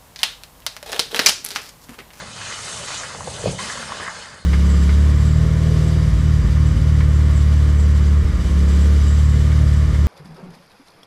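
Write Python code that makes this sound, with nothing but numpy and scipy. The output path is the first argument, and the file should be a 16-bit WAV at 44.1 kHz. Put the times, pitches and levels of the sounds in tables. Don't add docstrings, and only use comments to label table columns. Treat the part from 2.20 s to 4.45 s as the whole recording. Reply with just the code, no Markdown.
import sys
import numpy as np
from scipy import signal
from scipy.fft import rfft, irfft, next_fast_len
from scipy.io import wavfile
from scipy.ndimage import uniform_filter1d, map_coordinates

SR = 44100
rng = np.random.default_rng(int(sys.argv[2]) if len(sys.argv) > 2 else 0)


def master(y):
    cut = np.clip(np.atleast_2d(y).T, -1, 1)
    pcm = np.round(cut * 32767)
    wavfile.write(sys.argv[1], SR, pcm.astype(np.int16))


N = 99225

# time_s, pitch_hz, level_db
ENGINE_REV = [(0, 92.45, -63), (.28, 100.8, -50.5), (.62, 118.8, -47.5), (.8, 137.5, -49),
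              (1.03, 146.3, -45.5), (1.2, 165.1, -56), (1.36, 185.9, -47.5), (1.43, 196, -38.5),
              (1.5, 237.6, -54), (1.6, 230.3, -43), (1.75, 202.6, -51), (1.9, 171.9, -55.5),
              (2.25, 138.4, -67)]
# time_s, level_db (before its trim)
RUMBLE_LEVEL = [(0, -41), (.15, -46), (.4, -48.5), (.55, -43), (.85, -49), (1.03, -39.5), (1.2, -38),
                (1.42, -39.5), (1.52, -45.5), (1.82, -45), (1.92, -50.5), (2.25, -49)]
# frequency_hz, gain_db
RUMBLE_EQ = [(20, -25), (35, -30), (55, -4), (80, -1.5), (125, -1.5), (170, -3.5), (220, -7), (300, -14),
             (450, -60), (900, -86)]

# time_s, level_db (before each band's trim)
BODY_LEVEL = [(0, -42.5), (.08, -49), (.2, -48), (.3, -49), (.42, -45.5), (.56, -42), (.8, -45.5),
              (.94, -43), (1.1, -40), (1.2, -35.5), (1.33, -38.5), (1.375, -42), (1.42, -42.5), (1.58, -41),
              (1.67, -45.5), (1.8, -39.5), (1.87, -46), (2.02, -46), (2.17, -50.5), (2.25, -56)]
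SCRAPE_LEVEL = [(0, -36.5), (.14, -43.5), (.25, -36.5), (.6, -38), (.71, -33), (.84, -34), (.92, -39),
                (1.1, -42.5), (1.31, -39.5), (1.372, -47), (1.395, -35.5), (1.45, -30.5), (1.51, -32),
                (1.58, -35), (1.66, -37), (1.72, -30), (1.79, -35.5), (1.88, -28.5), (1.92, -35),
                (2.11, -39.5), (2.25, -51)]
SWISH_LEVEL = [(0, -40.5), (.05, -43), (.16, -39.5), (.24, -36), (.4, -36), (.6, -37), (.74, -32.5),
               (.82, -37.5), (1.02, -44), (1.12, -38.5), (1.22, -41.5), (1.28, -33), (1.375, -44.5),
               (1.392, -35), (1.47, -33.5), (1.6, -37.5), (1.85, -38.5), (1.92, -42.5), (1.98, -38.5),
               (2.18, -48.5), (2.25, -54)]
HISS_LEVEL = [(0.0, -46), (0.09, -48.5), (0.32, -36.5), (0.34, -41.5), (0.57, -36), (0.59, -40),
              (0.79, -34.5), (0.86, -44), (1.33, -40.5), (1.38, -47), (1.39, -38), (1.52, -36), (1.67, -45),
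              (1.95, -44), (2.22, -57), (2.25, -62)]
FIZZ_LEVEL = [(0.0, -50.5), (0.53, -38.5), (0.73, -43.5), (0.75, -42), (0.95, -47), (1.12, -42),
              (1.28, -44), (1.32, -38.5), (1.37, -47.5), (1.4, -38), (1.79, -48.5), (1.84, -43),
              (1.85, -49), (1.97, -49), (2.2, -56), (2.25, -61)]
# frequency_hz, gain_db
BODY_EQ = [(150, -47), (310, -9), (430, -1), (560, 4), (750, 0.5), (950, -3.5), (1500, -41.5)]
SCRAPE_EQ = [(450, -14), (750, -8.5), (1100, 0), (1400, -2), (1700, -2), (2100, -3.5), (2500, -15.5),
             (4000, -52)]
SWISH_EQ = [(1300, -42), (2200, -2.5), (2500, -0.5), (3000, 2), (3600, 0), (4800, 0), (5500, -2.5),
            (6300, -37), (9000, -47)]
HISS_EQ = [(3800, -45), (5300, -10.5), (6000, 0.5), (6500, 1.5), (7200, -2.5), (7800, -4.5), (9000, -23),
           (12000, -60)]
FIZZ_EQ = [(5500, -29), (7000, -9), (7700, -1), (8300, 0), (9400, -3), (10500, -10.5), (11300, -16),
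           (12200, -38)]
# centre_hz, depth_db
REFLECTION_NOTCHES = [(720, 3), (2290, 10.5), (2750, 11), (3280, 9), (3850, 2.5), (5230, 7.5), (5730, 10),
                      (6260, 30.5), (6820, 14), (7450, 5.5), (7980, 13)]
# start_s, level_db, pitch_hz, rise_cycles
CREASE_SNAPS = [(.215, -25.5, 1660, 1.6), (.705, -21, 1130, 0.54), (0.835, -22, 1700, 0.88),
                (.862, -40, 1300, 0.98), (.948, -22.5, 1060, 0.58), (1.007, -22, 1000, 0.86),
                (1.074, -17, 736, 0.46), (1.077, -23, 500, 1.36), (1.389, -27, 1016, 3.7),
                (1.389, -27, 2064, 3), (1.402, -26, 1078, 2.8), (1.451, -29, 1010, 1.1),
                (1.496, -27.5, 1710, 6.3), (1.501, -24, 1980, 2), (1.626, -28, 1410, 2.3),
                (1.7208, -16, 1110, 0.92), (1.771, -23.5, 1290, 0.62), (1.799, -26, 1210, 1.06),
                (1.853, -30, 1128, 0.53), (1.882, -23.5, 1230, 1.3), (2.113, -32, 1314, 0.83)]

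# start_s, clack_db, clack_pitch_hz, thud_db
KNOCK_CONTACTS = [(1.239, -18, 460, -24), (1.2578, -8.5, 545, -18.5), (1.269, -23, 454, -10.5),
                  (1.277, -20, 725, -31), (1.292, -23, 470, -17), (1.331, -29, 564, -27)]
# pitch_hz, level_db, t60_s
THUD_MODES = [(60, -11, .12), (112, -8.5, 0.17), (133.6, 0, .11), (180, -2, 0.099), (262, -16.5, .12)]
# pitch_hz, level_db, t60_s
CLACK_MODES = [(363.5, -23, 0.16), (442, -17.5, 0.16), (488, -27, .13), (620, -25, 0.15), (840, -27, .1)]

PATCH_HZ, PATCH_S, NOTCH_HALF_WIDTH_HZ = 350, .07, 58.4
KNOCK_LOW_CUT_HZ, MIX_HIGH_CUT_HZ = 48, 12290


def amp(db):
    return 10 ** (np.asarray(db) / 20)


def unit(x):
    return x / np.sqrt(np.mean(x ** 2) + 1e-20)


def curves(rows):
    times, *columns = np.transpose(rows)
    return [np.interp(np.arange(N) / SR, times, column) for column in columns]


def wobble(rate_hz):
    points = rng.standard_normal(int(N * rate_hz / SR) + 4)
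    return map_coordinates(points, [np.arange(N) * rate_hz / SR])


def filtered(x, response):
    size = next_fast_len(N + SR // 2)
    return irfft(rfft(x, size) * response(np.fft.rfftfreq(size, 1 / SR)), size)[:N]


def equalised(x, eq):
    points_hz, db = np.transpose(eq)
    return filtered(x, lambda hz: amp(np.interp(np.log(hz + 1), np.log(points_hz), db)))


def add(track, start_s, sound):
    part = track[int(start_s * SR):][:len(sound)]
    part += sound[:len(part)]


def car():
    pitch_hz, level_db = curves(ENGINE_REV)
    waver = 1 + 0.017 * wobble(rate_hz=24.5)
    phase = 2 * np.pi * np.cumsum(pitch_hz * waver) / SR
    note = unit(np.sin(phase) + amp(-14) * np.sin(2 * phase)) * amp(level_db)
    rumble = unit(equalised(rng.standard_normal(N), RUMBLE_EQ))
    return note + rumble * amp(curves(RUMBLE_LEVEL)[0] + 0.5)


def patches(x, depth_db):
    frame, hop = 512, 256
    spectrum = signal.stft(x, nperseg=frame)[2]
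    drift = rng.standard_normal(spectrum.shape)
    drift = uniform_filter1d(drift, round(PATCH_HZ * frame / SR), axis=0, mode="wrap")
    drift = uniform_filter1d(drift, round(PATCH_S * SR / hop), axis=1, mode="wrap")
    return signal.istft(spectrum * amp(depth_db * unit(drift)), nperseg=frame)[1][:N]


def reflections(hz):
    cut_db = sum(depth_db * np.exp(-((hz - centre_hz) / NOTCH_HALF_WIDTH_HZ) ** 2)
                 for centre_hz, depth_db in REFLECTION_NOTCHES)
    return amp(-cut_db)


def rubbing(level, eq, trim_db, slips_per_s, slip_db, flutter_db, patch_db):
    smooth = rng.standard_normal(N)
    slips = unit(rng.standard_normal(N) * (rng.random(N) < slips_per_s / SR))
    friction = patches(smooth + amp(slip_db) * slips, patch_db)
    grit = unit(filtered(equalised(friction, eq), reflections))
    stroke_db = curves(level)[0] + trim_db + flutter_db * wobble(rate_hz=59.64)
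    return grit * amp(stroke_db)


def jacket():
    body = rubbing(BODY_LEVEL, BODY_EQ, trim_db=0,
                   slips_per_s=200, slip_db=-4.5, flutter_db=0, patch_db=2)
    scrape = rubbing(SCRAPE_LEVEL, SCRAPE_EQ, trim_db=-1.12,
                     slips_per_s=300, slip_db=-5, flutter_db=1.1, patch_db=1.6)
    swish = rubbing(SWISH_LEVEL, SWISH_EQ, trim_db=0.06,
                    slips_per_s=900, slip_db=-7.5, flutter_db=.5, patch_db=2.13)
    hiss = rubbing(HISS_LEVEL, HISS_EQ, trim_db=0.6,
                   slips_per_s=1300, slip_db=-12.5, flutter_db=1.23, patch_db=1.14)
    fizz = rubbing(FIZZ_LEVEL, FIZZ_EQ, trim_db=0.2,
                   slips_per_s=1200, slip_db=-5, flutter_db=0.95, patch_db=1.0)
    return body + scrape + swish + hiss + fizz


def pop(pitch_hz, rise_cycles):
    t = np.arange(SR // 10) / SR
    rise = t * pitch_hz / rise_cycles
    return rise * np.exp(1 - rise) * np.sin(2 * np.pi * pitch_hz * t)


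def crumble(pitch_hz, level_db, t60_s):
    t = np.arange(SR // 10) / SR
    band = signal.butter(2, [pitch_hz * 0.56, pitch_hz * 1.31], "band", fs=SR, output="sos")
    grit = unit(signal.sosfilt(band, rng.standard_normal(len(t))))
    return grit * amp(level_db - 60 * t / t60_s)


def crackles():
    out = np.zeros(N)
    for start_s, level_db, pitch_hz, rise_cycles in CREASE_SNAPS:
        snap = pop(pitch_hz, rise_cycles) + crumble(pitch_hz, level_db=-13, t60_s=0.055)
        add(out, start_s, amp(level_db) * snap)
    return out


def ring(modes, attack_s):
    t = np.arange(SR // 3) / SR
    tones = sum(amp(level_db + rng.standard_normal() - 60 * t / t60_s) * np.sin(2 * np.pi * pitch_hz * t)
                for pitch_hz, level_db, t60_s in modes)
    return tones * (1 - np.exp(-t / attack_s))


def knock():
    out = np.zeros(N)
    for start_s, clack_db, pitch_hz, thud_db in KNOCK_CONTACTS:
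        add(out, start_s, amp(thud_db) * ring(THUD_MODES, attack_s=0.0039))
        add(out, start_s, amp(clack_db) * ring(CLACK_MODES, attack_s=.004))
        crunch = pop(pitch_hz, rise_cycles=0.92) + crumble(pitch_hz, level_db=-15, t60_s=0.062)
        add(out, start_s, amp(clack_db) * crunch)
    low_cut = signal.butter(3, KNOCK_LOW_CUT_HZ, "high", fs=SR, output="sos")
    return signal.sosfilt(low_cut, out)


def scene():
    return (car() + jacket() + crackles() + knock())[None]


def record(dry):
    return filtered(dry[0], lambda hz: hz < MIX_HIGH_CUT_HZ)[None]


dry = scene()
out = record(dry)
master(out)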